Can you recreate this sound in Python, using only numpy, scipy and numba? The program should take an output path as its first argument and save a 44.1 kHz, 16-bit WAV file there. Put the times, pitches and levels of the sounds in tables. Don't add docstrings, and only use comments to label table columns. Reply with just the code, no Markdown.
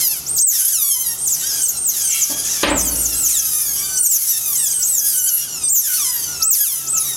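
import sys
import numpy as np
from scipy import signal
from scipy.fft import rfft, irfft, next_fast_len
from scipy.io import wavfile
from numba import njit

SR = 44100
rng = np.random.default_rng(int(sys.argv[2]) if len(sys.argv) > 2 else 0)


def generate_wav(signal):
    frames = np.transpose(np.atleast_2d(signal))
    scaled = np.clip(frames, -1, 1) * 32767
    pcm = np.round(scaled).astype(np.int16)
    wavfile.write(sys.argv[1], SR, pcm)


N = 315756
TIME_S = np.arange(N) / SR
TOP_HZ = 15850

# freq_hz, gain_db
VENT_SPECTRUM = [(15, -45), (25, -15), (70, -0.5), (86, 1.5), (102, -24), (138, -2), (209, -7.5),
                 (387, -4.5), (548, -12.5), (776, -7), (1100, -14), (1430, -8), (2420, -120)]
# start_s, level_db, contact_cutoff_hz, t60_s
DOOR_BLOWS = [(2.298, -25.5, 686, 0.36), (2.632, -5, 3600, 0.28), (2.678, -9, 2400, 0.3),
              (2.712, -6.5, 1230, 0.25), (2.752, -17, 600, 0.45)]
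# freq_hz, gain_db
DOOR_SPECTRUM = [(24, -36), (40, -13), (202, -10), (280, 0), (327, -7.5), (539, -4), (1260, -8.5),
                 (1330, -9.5), (2770, -6.5), (4000, -8), (5200, -10), (8800, -120)]
# freq_hz, gain_db, t60_s
PANEL_MODES = [(57.5, -7.5, 2.5), (112.7, -7, 2.14), (183.5, -3.5, 1.2), (254, -16, 0.68), (285, -16, 0.6),
               (358, -16, 0.85), (457, -3.5, 0.7), (559.6, -4, 0.3), (580, -15, .55), (710, -11, 0.39),
               (910, -13, 0.6), (1286, -4, 0.54), (2020, -9, 0.24)]
# time_s, level_db
SQUEAK_ENVELOPE = [(2.068, -39), (2.148, -22), (2.28, -36)]
# freq_hz, width_hz, gain_db
SQUEAK_RESONANCES = [(2260, 88, 1.8), (2770, 104, 1.3), (3200, 82, 1.9)]
# start_s, end_s, pitch_hz, level_db
HELD_TONES = [(3.003, 3.289, 1360, -44), (3.66, 3.779, 6470, -23.5), (6.218, 6.318, 6060, -27),
              (6.269, 6.371, 1416, -44), (6.401, 6.509, 1305, -32.5), (6.757, 6.903, 1317, -43.5),
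              (6.93, 7.022, 1316, -33.5), (7.047, 7.152, 3773, -34)]
# crest_s, rise_s, fall_s, start_hz, crest_hz, crest_db, fall_swell_db, octave_db
WHISTLE_ARCHES = [(.33, 0.067, 0.055, 5250, 8770, -18.5, 0.5, 3),
                  (0.346, 0.056, .08, 7940, 8730, -23.5, 18, -12),
                  (.432, 0.055, .091, 3200, 8400, -1, -1.5, 1.5),
                  (.869, .036, 0.084, 5920, 8250, -17.5, 0, -12),
                  (1.233, 0.053, 0.054, 7550, 8900, -21, 9, -3),
                  (1.244, 0.029, .11, 5140, 9090, -23, 14.5, -4),
                  (1.591, 0.06, 0.077, 6120, 8970, -22, 10, -10),
                  (1.646, 0.032, 0.066, 5040, 8430, -13, -1.5, 1.5),
                  (1.822, 0.053, 0.085, 8320, 8710, -18, 5.5, 1),
                  (2.049, 0.039, 0.092, 5100, 8830, -17, 5, -16),
                  (2.173, 0.077, 0.072, 3670, 8300, -20.5, 19.5, -10),
                  (2.694, 0.038, 0.11, 8600, 8790, -24, 13, -10),
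                  (2.736, 0.066, .084, 5000, 7890, -18.5, 9.5, -8),
                  (2.826, .038, 0.072, 6130, 8340, -16.5, 1, -3),
                  (3.001, 0.051, 0.07, 3960, 8930, -16, 2.5, -14),
                  (3.181, 0.056, 0.1, 4460, 8210, -17, 9, -3),
                  (3.296, 0.021, 0.11, 6706, 8760, -13, 6.5, -20),
                  (3.995, 0.041, 0.08, 8100, 8470, -17, 11.5, 2.5),
                  (4.014, 0.045, .16, 4610, 8990, -9, 6.5, 1),
                  (4.305, .022, 0.027, 5550, 5923, -9.5, -8, 7),
                  (4.604, 0.051, .081, 5927, 8370, -13, 2, -0.5),
                  (4.659, 0.061, 0.061, 8150, 8940, -19, 6, -1),
                  (4.753, 0.047, .14, 8440, 8420, -15.5, -1.5, 0),
                  (4.887, 0.065, .12, 5210, 8144, -11, 3.5, -6),
                  (5.141, 0.042, .064, 6780, 8800, -15, 3, -18),
                  (5.246, 0.023, 0.053, 6840, 8160, -25, 22.5, -19),
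                  (5.669, 0.031, 0.14, 8440, 8540, -13, 7, 5.5),
                  (5.716, 0.034, 0.071, 4910, 7460, -11, 5, 0),
                  (6.485, .072, 0.057, 3560, 8220, -5.5, 1.5, 4.5),
                  (6.915, 0.051, 0.074, 4050, 8220, -15, 5.5, -10)]
# freq_hz, gain_db
THROAT_SPECTRUM = [(500, -62), (900, -21), (1500, -12), (2300, -12.5), (3300, -8.5), (4200, -10.5),
                   (5200, -2.5), (6200, 2.5), (7300, -1.5), (8300, -6), (9300, -5), (10500, -1),
                   (11700, -1), (13500, -11), (15600, -18)]
# start_s, end_s, open_hz, body_hz, end_hz, level_db, change_db, rasp_share, bright_db
SCREAM_CRIES = [(0, 0.201, 1085, 1130, 692, -10.5, -11.5, 0.32, 5.5),
                (0.516, 0.729, 2260, 1440, 1437, -2.5, -6.5, 0.9, 7.5),
                (0.713, 1.154, 1806, 1214, 897.5, -3.5, -18, 0.47, 8),
                (1.281, 1.78, 4515, 1922, 1361, -17, -3.5, .95, 3),
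                (1.4, 1.597, 1383, 1410, 1660, -27, 3, 0.77, -10),
                (1.894, 2.33, 2380, 1830, 1112, -15.5, 2, 1, 5),
                (2.219, 2.446, 1578, 1692, 1612, -18.5, -2, 0.92, -0.5),
                (2.35, 2.637, 1151, 1135, 1190, -26.5, 7, 1, -1.5),
                (2.439, 2.65, 1711, 1726, 1644, -19, 0.5, 0.86, -4.5),
                (2.771, 3.276, 2302, 1503, 1335, -17, -5, .85, 10),
                (3.05, 3.303, 2390, 1774, 1275, -19.5, 2, 0.77, 6.5),
                (3.261, 3.56, 3173, 1796, 1430, -9, -14.5, 0.97, 4.5),
                (3.301, 3.804, 1242, 1475, 1020, -12, -10, .68, 9.5),
                (3.401, 4.092, 2856, 1868, 1421, -22.5, 3, .72, 3),
                (3.768, 3.95, 1162, 1083, 1188, -16.5, -23, 0.67, 1.5),
                (4.059, 4.195, 5180, 2023, 1202, -21, 4, 0.28, 5),
                (4.101, 4.389, 3203, 2375, 1764, -7, -1, 1, 8.5),
                (4.38, 4.659, 1332, 1495, 842, -13, -4.5, 0.7, 7.5),
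                (4.554, 4.941, 2144, 1810, 1327, -20, -4, 0.8, 1),
                (4.663, 4.749, 5150, 3070, 1466, -20, 7, .4, 6),
                (4.878, 5.102, 2402, 1692, 1642, -15.5, 9, 0.91, 12.5),
                (5.059, 5.447, 1800, 1531, 1421, -8.5, -4.5, 0.79, 10),
                (5.358, 5.688, 2010, 1758, 1170, -24, -6, 0.65, -6),
                (5.753, 5.969, 3127, 1642, 1365, -11, 8, 0.99, 7),
                (5.953, 6.253, 1527, 1100, 895.5, -7.5, -19, 0.54, 4.5),
                (5.985, 6.424, 2360, 1980, 1284, -26, -1, 0.78, -3.5),
                (6.535, 6.89, 2884, 1292, 840.6, -2, -33, .7, 7.5),
                (6.962, 7.17, 3133, 1774, 1782, -19, -6.5, 0.49, 0),
                (6.979, 7.16, 1386, 1416, 910, -18, -13, 0.62, 6)]
# centre_s, half_length_s, pitch_lift_share, lift_db
EFFORT_SURGES = [(0.121, .015, .06, 4.5), (0.686, 0.024, .16, 3), (1.02, 0.038, .06, -2),
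                 (1.475, 0.034, .11, -1), (2.517, 0.033, .17, 0.5), (3.62, .06, 0.037, 2),
                 (4.498, 0.035, .06, 0), (5.281, 0.02, .08, 0), (5.965, 0.016, .06, -2),
                 (6.635, .027, .19, 2.5)]


def undb(db):
    return 10 ** (np.asarray(db) / 20)


def unit(x):
    return x / np.sqrt(np.mean(x ** 2) + 1e-20)


def colour(x, points):
    hz, db = np.transpose(points)
    size = next_fast_len(len(x) + 2048)
    bins_hz = np.maximum(np.fft.rfftfreq(size, 1 / SR), 1)
    gain = unit(undb(np.interp(np.log(bins_hz), np.log(hz), db)))
    return irfft(rfft(x, size) * gain, size)[:len(x)]


def lowpass(x, hz, order=2):
    return signal.sosfilt(signal.butter(order, hz, fs=SR, output="sos"), x)


def zero_phase_lowpass(x, hz, order):
    return lowpass(lowpass(x, hz, order)[::-1], hz, order)[::-1]


def wander(t, rate_hz):
    return np.interp((t - t[0]) * rate_hz, np.arange(len(t)), rng.standard_normal(len(t)))


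def span(start_s, end_s, fade_s):
    t = TIME_S[(TIME_S >= start_s - fade_s / 2) & (TIME_S <= end_s + fade_s / 2)]
    edge_s = np.minimum(t - start_s, end_s - t)
    return t, np.sin(np.pi / 2 * np.clip(edge_s / fade_s + .5, 0, 1)) ** 2


def add(out, start_s, x):
    i = int(round(start_s * SR))
    out[i:i + len(x)] += x[:len(out) - i]


def ventilation(air_db=-41, hum_db=-45, hum_hz=136):
    air = colour(rng.standard_normal(N), VENT_SPECTRUM) * undb(air_db + wander(TIME_S, 13))
    hum = np.sin(2 * np.pi * hum_hz * TIME_S + 2.2 * wander(TIME_S, 22))
    return air + hum * undb(hum_db + 2 * wander(TIME_S, 12))


def background_hiss(level_db=-35, swell_db=2):
    hiss = colour(rng.standard_normal(N), THROAT_SPECTRUM)
    return hiss * undb(level_db + swell_db * wander(TIME_S, 8.9))


def door(ring_db=-17, boom_db=-25, boom_hz=300, boom_t60_s=2.09):
    out, t = np.zeros(N), TIME_S[:int(1.5 * SR)]

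    def burst(cutoff_hz, t60_s):
        noise = colour(rng.standard_normal(len(t)), DOOR_SPECTRUM)
        return unit(lowpass(noise, cutoff_hz)) * undb(-60 * t / t60_s)

    for start_s, level_db, contact_hz, t60_s in DOOR_BLOWS:
        clatter = burst(contact_hz, t60_s)
        ring = np.zeros(len(t))
        for hz, gain_db, mode_t60_s in PANEL_MODES:
            phase = 2 * np.pi * (hz * t + rng.random()) + .6 * wander(t, 25)
            ring += undb(gain_db - 60 * t / mode_t60_s) * np.sin(phase)
        ring *= undb(ring_db) / np.std(ring[:SR // 10])
        boom = undb(boom_db) * burst(boom_hz, boom_t60_s)
        add(out, start_s, undb(level_db) * (clatter + ring + boom))
    return out


def squeak():
    out, note = np.zeros(N), 0
    time_s, level_db = np.transpose(SQUEAK_ENVELOPE)
    t, gate = span(time_s[0], time_s[-1], fade_s=.026)
    for hz, width_hz, gain_db in SQUEAK_RESONANCES:
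        phase = 2 * np.pi * np.cumsum(hz + width_hz * wander(t, 720)) / SR
        note += undb(gain_db) * np.sin(phase)
    add(out, t[0], unit(note) * gate * undb(np.interp(t, time_s, level_db)))
    return out


def held_tones(quiver_share=.0182, sink_share=.0297, octave_db=-7, trim_db=1):
    out = np.zeros(N)
    for start_s, end_s, pitch_hz, level_db in HELD_TONES:
        t, gate = span(start_s, end_s, fade_s=.03)
        progress = (t - start_s) / (end_s - start_s)
        glide = 1 + sink_share * (.5 - progress) + quiver_share * wander(t, 49.5)
        phase = 2 * np.pi * np.cumsum(pitch_hz * glide) / SR
        note = np.sin(phase) + undb(octave_db) * np.sin(2 * phase)
        add(out, t[0], np.sqrt(2) * note * gate * undb(level_db + trim_db))
    return out


def whistles(break_hz=5890, foot_hz=5400, rise_db_per_khz=1.54, shimmer_db=2.5, halo_db=-15):
    out = np.zeros(N)
    for crest_s, rise_s, fall_s, start_hz, crest_hz, crest_db, swell_db, octave_db in WHISTLE_ARCHES:
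        t, gate = span(crest_s - rise_s, crest_s + fall_s, fade_s=.014)
        rise_left = np.maximum(crest_s - t, 0) / rise_s
        fall = np.maximum(t - crest_s, 0) / fall_s
        slope = rise_left + fall
        drop = (np.sin(fall) / np.sin(1)) ** 2
        climb_hz = crest_hz - start_hz
        hz = crest_hz - climb_hz * rise_left ** 2.5 - (crest_hz - break_hz) * drop
        hz *= 1 + (.005 + .014 * slope) * wander(t, 1100) + .007 * wander(t, 110)
        phase = 2 * np.pi * np.cumsum(hz) / SR
        halo = wander(t, 1800) * np.sin(phase) + wander(t, 1800) * np.cos(phase)
        halo *= undb(halo_db) * (.5 + 2 * slope)
        octave_gain = undb(octave_db - 12 * rise_left) / np.sqrt(1 + (2 * hz / 13500) ** 16)
        note = np.sin(phase) + octave_gain * np.sin(2 * phase) + halo
        db = crest_db - rise_db_per_khz * climb_hz / 1000 * rise_left + swell_db * drop
        db += shimmer_db * wander(t, 159)
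        mouth = 1 / np.sqrt(1 + (foot_hz / hz) ** 16)
        add(out, t[0], np.sqrt(2) * note * mouth * gate * undb(db))
    return out


def harmonics(t, hz, phase, strain_db=-5):
    stack = np.zeros(len(t))
    for k in range(1, int(TOP_HZ / hz.min()) + 1):
        gain = undb(4.5 * wander(t, 28) - 1.5)
        smear_rad = k * hz / 9000 * wander(t, 240)
        if k == 1:
            gain *= undb(strain_db * np.clip((hz - 1300) / 700, 0, 1))
        stack += gain * np.cos(k * phase + smear_rad) * (k * hz < TOP_HZ + 1000)
    return stack * 2 * np.sqrt(hz / SR)


def screams(drop_s=.05, clear_s=.0582, shimmer_db=2, hiss_hz=4600, split_hz=9000):
    out = np.zeros(N)
    for start_s, end_s, open_hz, body_hz, end_hz, level_db, change_db, held_rasp, bright_db in SCREAM_CRIES:
        t, gate = span(start_s, end_s, fade_s=.05)
        age_s = np.maximum(t - start_s, 0)
        progress = age_s / (end_s - start_s)
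        hz = body_hz * (end_hz / body_hz) ** progress + (open_hz - body_hz) * np.exp(-age_s / drop_s)
        hz *= 1 + .011 * wander(t, 30)
        db = level_db + change_db * progress ** 2.18
        for centre_s, half_s, lift_share, lift_db in EFFORT_SURGES:
            push = np.exp(-((t - centre_s) / half_s) ** 2)
            hz *= 1 + lift_share * push
            db += lift_db * push
        rasp = held_rasp + (1 - held_rasp) * np.exp(-age_s / clear_s)
        rasp = np.clip(rasp + .12 * wander(t, 18), 0, 1) ** 3
        jitter = (.006 + .028 * rasp) * wander(t, 1100)
        wobble = (.005 + .012 * rasp) * wander(t, 60)
        phase = 2 * np.pi * np.cumsum(hz * (1 + jitter + wobble)) / SR
        tone = harmonics(t, hz, phase)
        tone *= 1 + .65 * rasp * wander(t, 300) * np.cos(phase / 2)
        hiss = unit(rng.standard_normal(len(t)) * (1 + np.cos(phase)))
        hiss -= .39 * zero_phase_lowpass(hiss, hiss_hz, order=3)
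        voice = np.sqrt(1 - .65 * rasp) * tone + (.13 + .5 * rasp) * hiss
        low = zero_phase_lowpass(voice, split_hz, order=4)
        voice = low * undb(-bright_db / 2) + (voice - low) * undb(bright_db / 2)
        add(out, t[0], voice * gate * undb(db + shimmer_db * wander(t, 140)))
    return colour(out, THROAT_SPECTRUM)


def pen(x, echoes_db=-7, tail_db=-13, t60_s=1.0, echo_count=12):
    t = TIME_S[:SR * 3 // 4]
    response = np.zeros(len(t))
    lags = (SR * (.002 + .012 * rng.random(echo_count))).astype(int)
    response[lags] = undb(echoes_db) * rng.choice([-1, 1], echo_count) / np.sqrt(echo_count)
    noise = rng.standard_normal(len(t))
    low = lowpass(noise, 11500)
    decay = undb(-60 * t / t60_s)
    tail = (low + (noise - low) * decay) * decay
    tail *= np.minimum(t / .01, 1)
    response += undb(tail_db) * tail / np.linalg.norm(tail)
    response[0] = 1
    return signal.fftconvolve(x, response / np.linalg.norm(response))[:N]


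@njit
def follow(power, attack_s, release_s):
    out, held = np.empty(len(power)), 0.
    for i in range(len(power)):
        held += (power[i] - held) / (SR * (attack_s if power[i] > held else release_s))
        out[i] = held
    return out


def scene():
    near = whistles() + screams() + held_tones() + squeak() + door()
    mono = pen(near) + background_hiss() + ventilation()
    return np.array([mono, mono])


def record(dry, knee_db=-15, squeeze=.84, attack_s=.009, release_s=.051, makeup_db=1):
    power = follow(dry[0] ** 2, attack_s, release_s)
    gain = undb(makeup_db) / (1 + power / undb(knee_db) ** 2) ** (squeeze / 2)
    top_cut = signal.ellip(10, .2, 80, TOP_HZ, fs=SR, output="sos")
    return signal.sosfilt(top_cut, np.tanh(dry * gain))


dry = scene()
out = record(dry)
generate_wav(out)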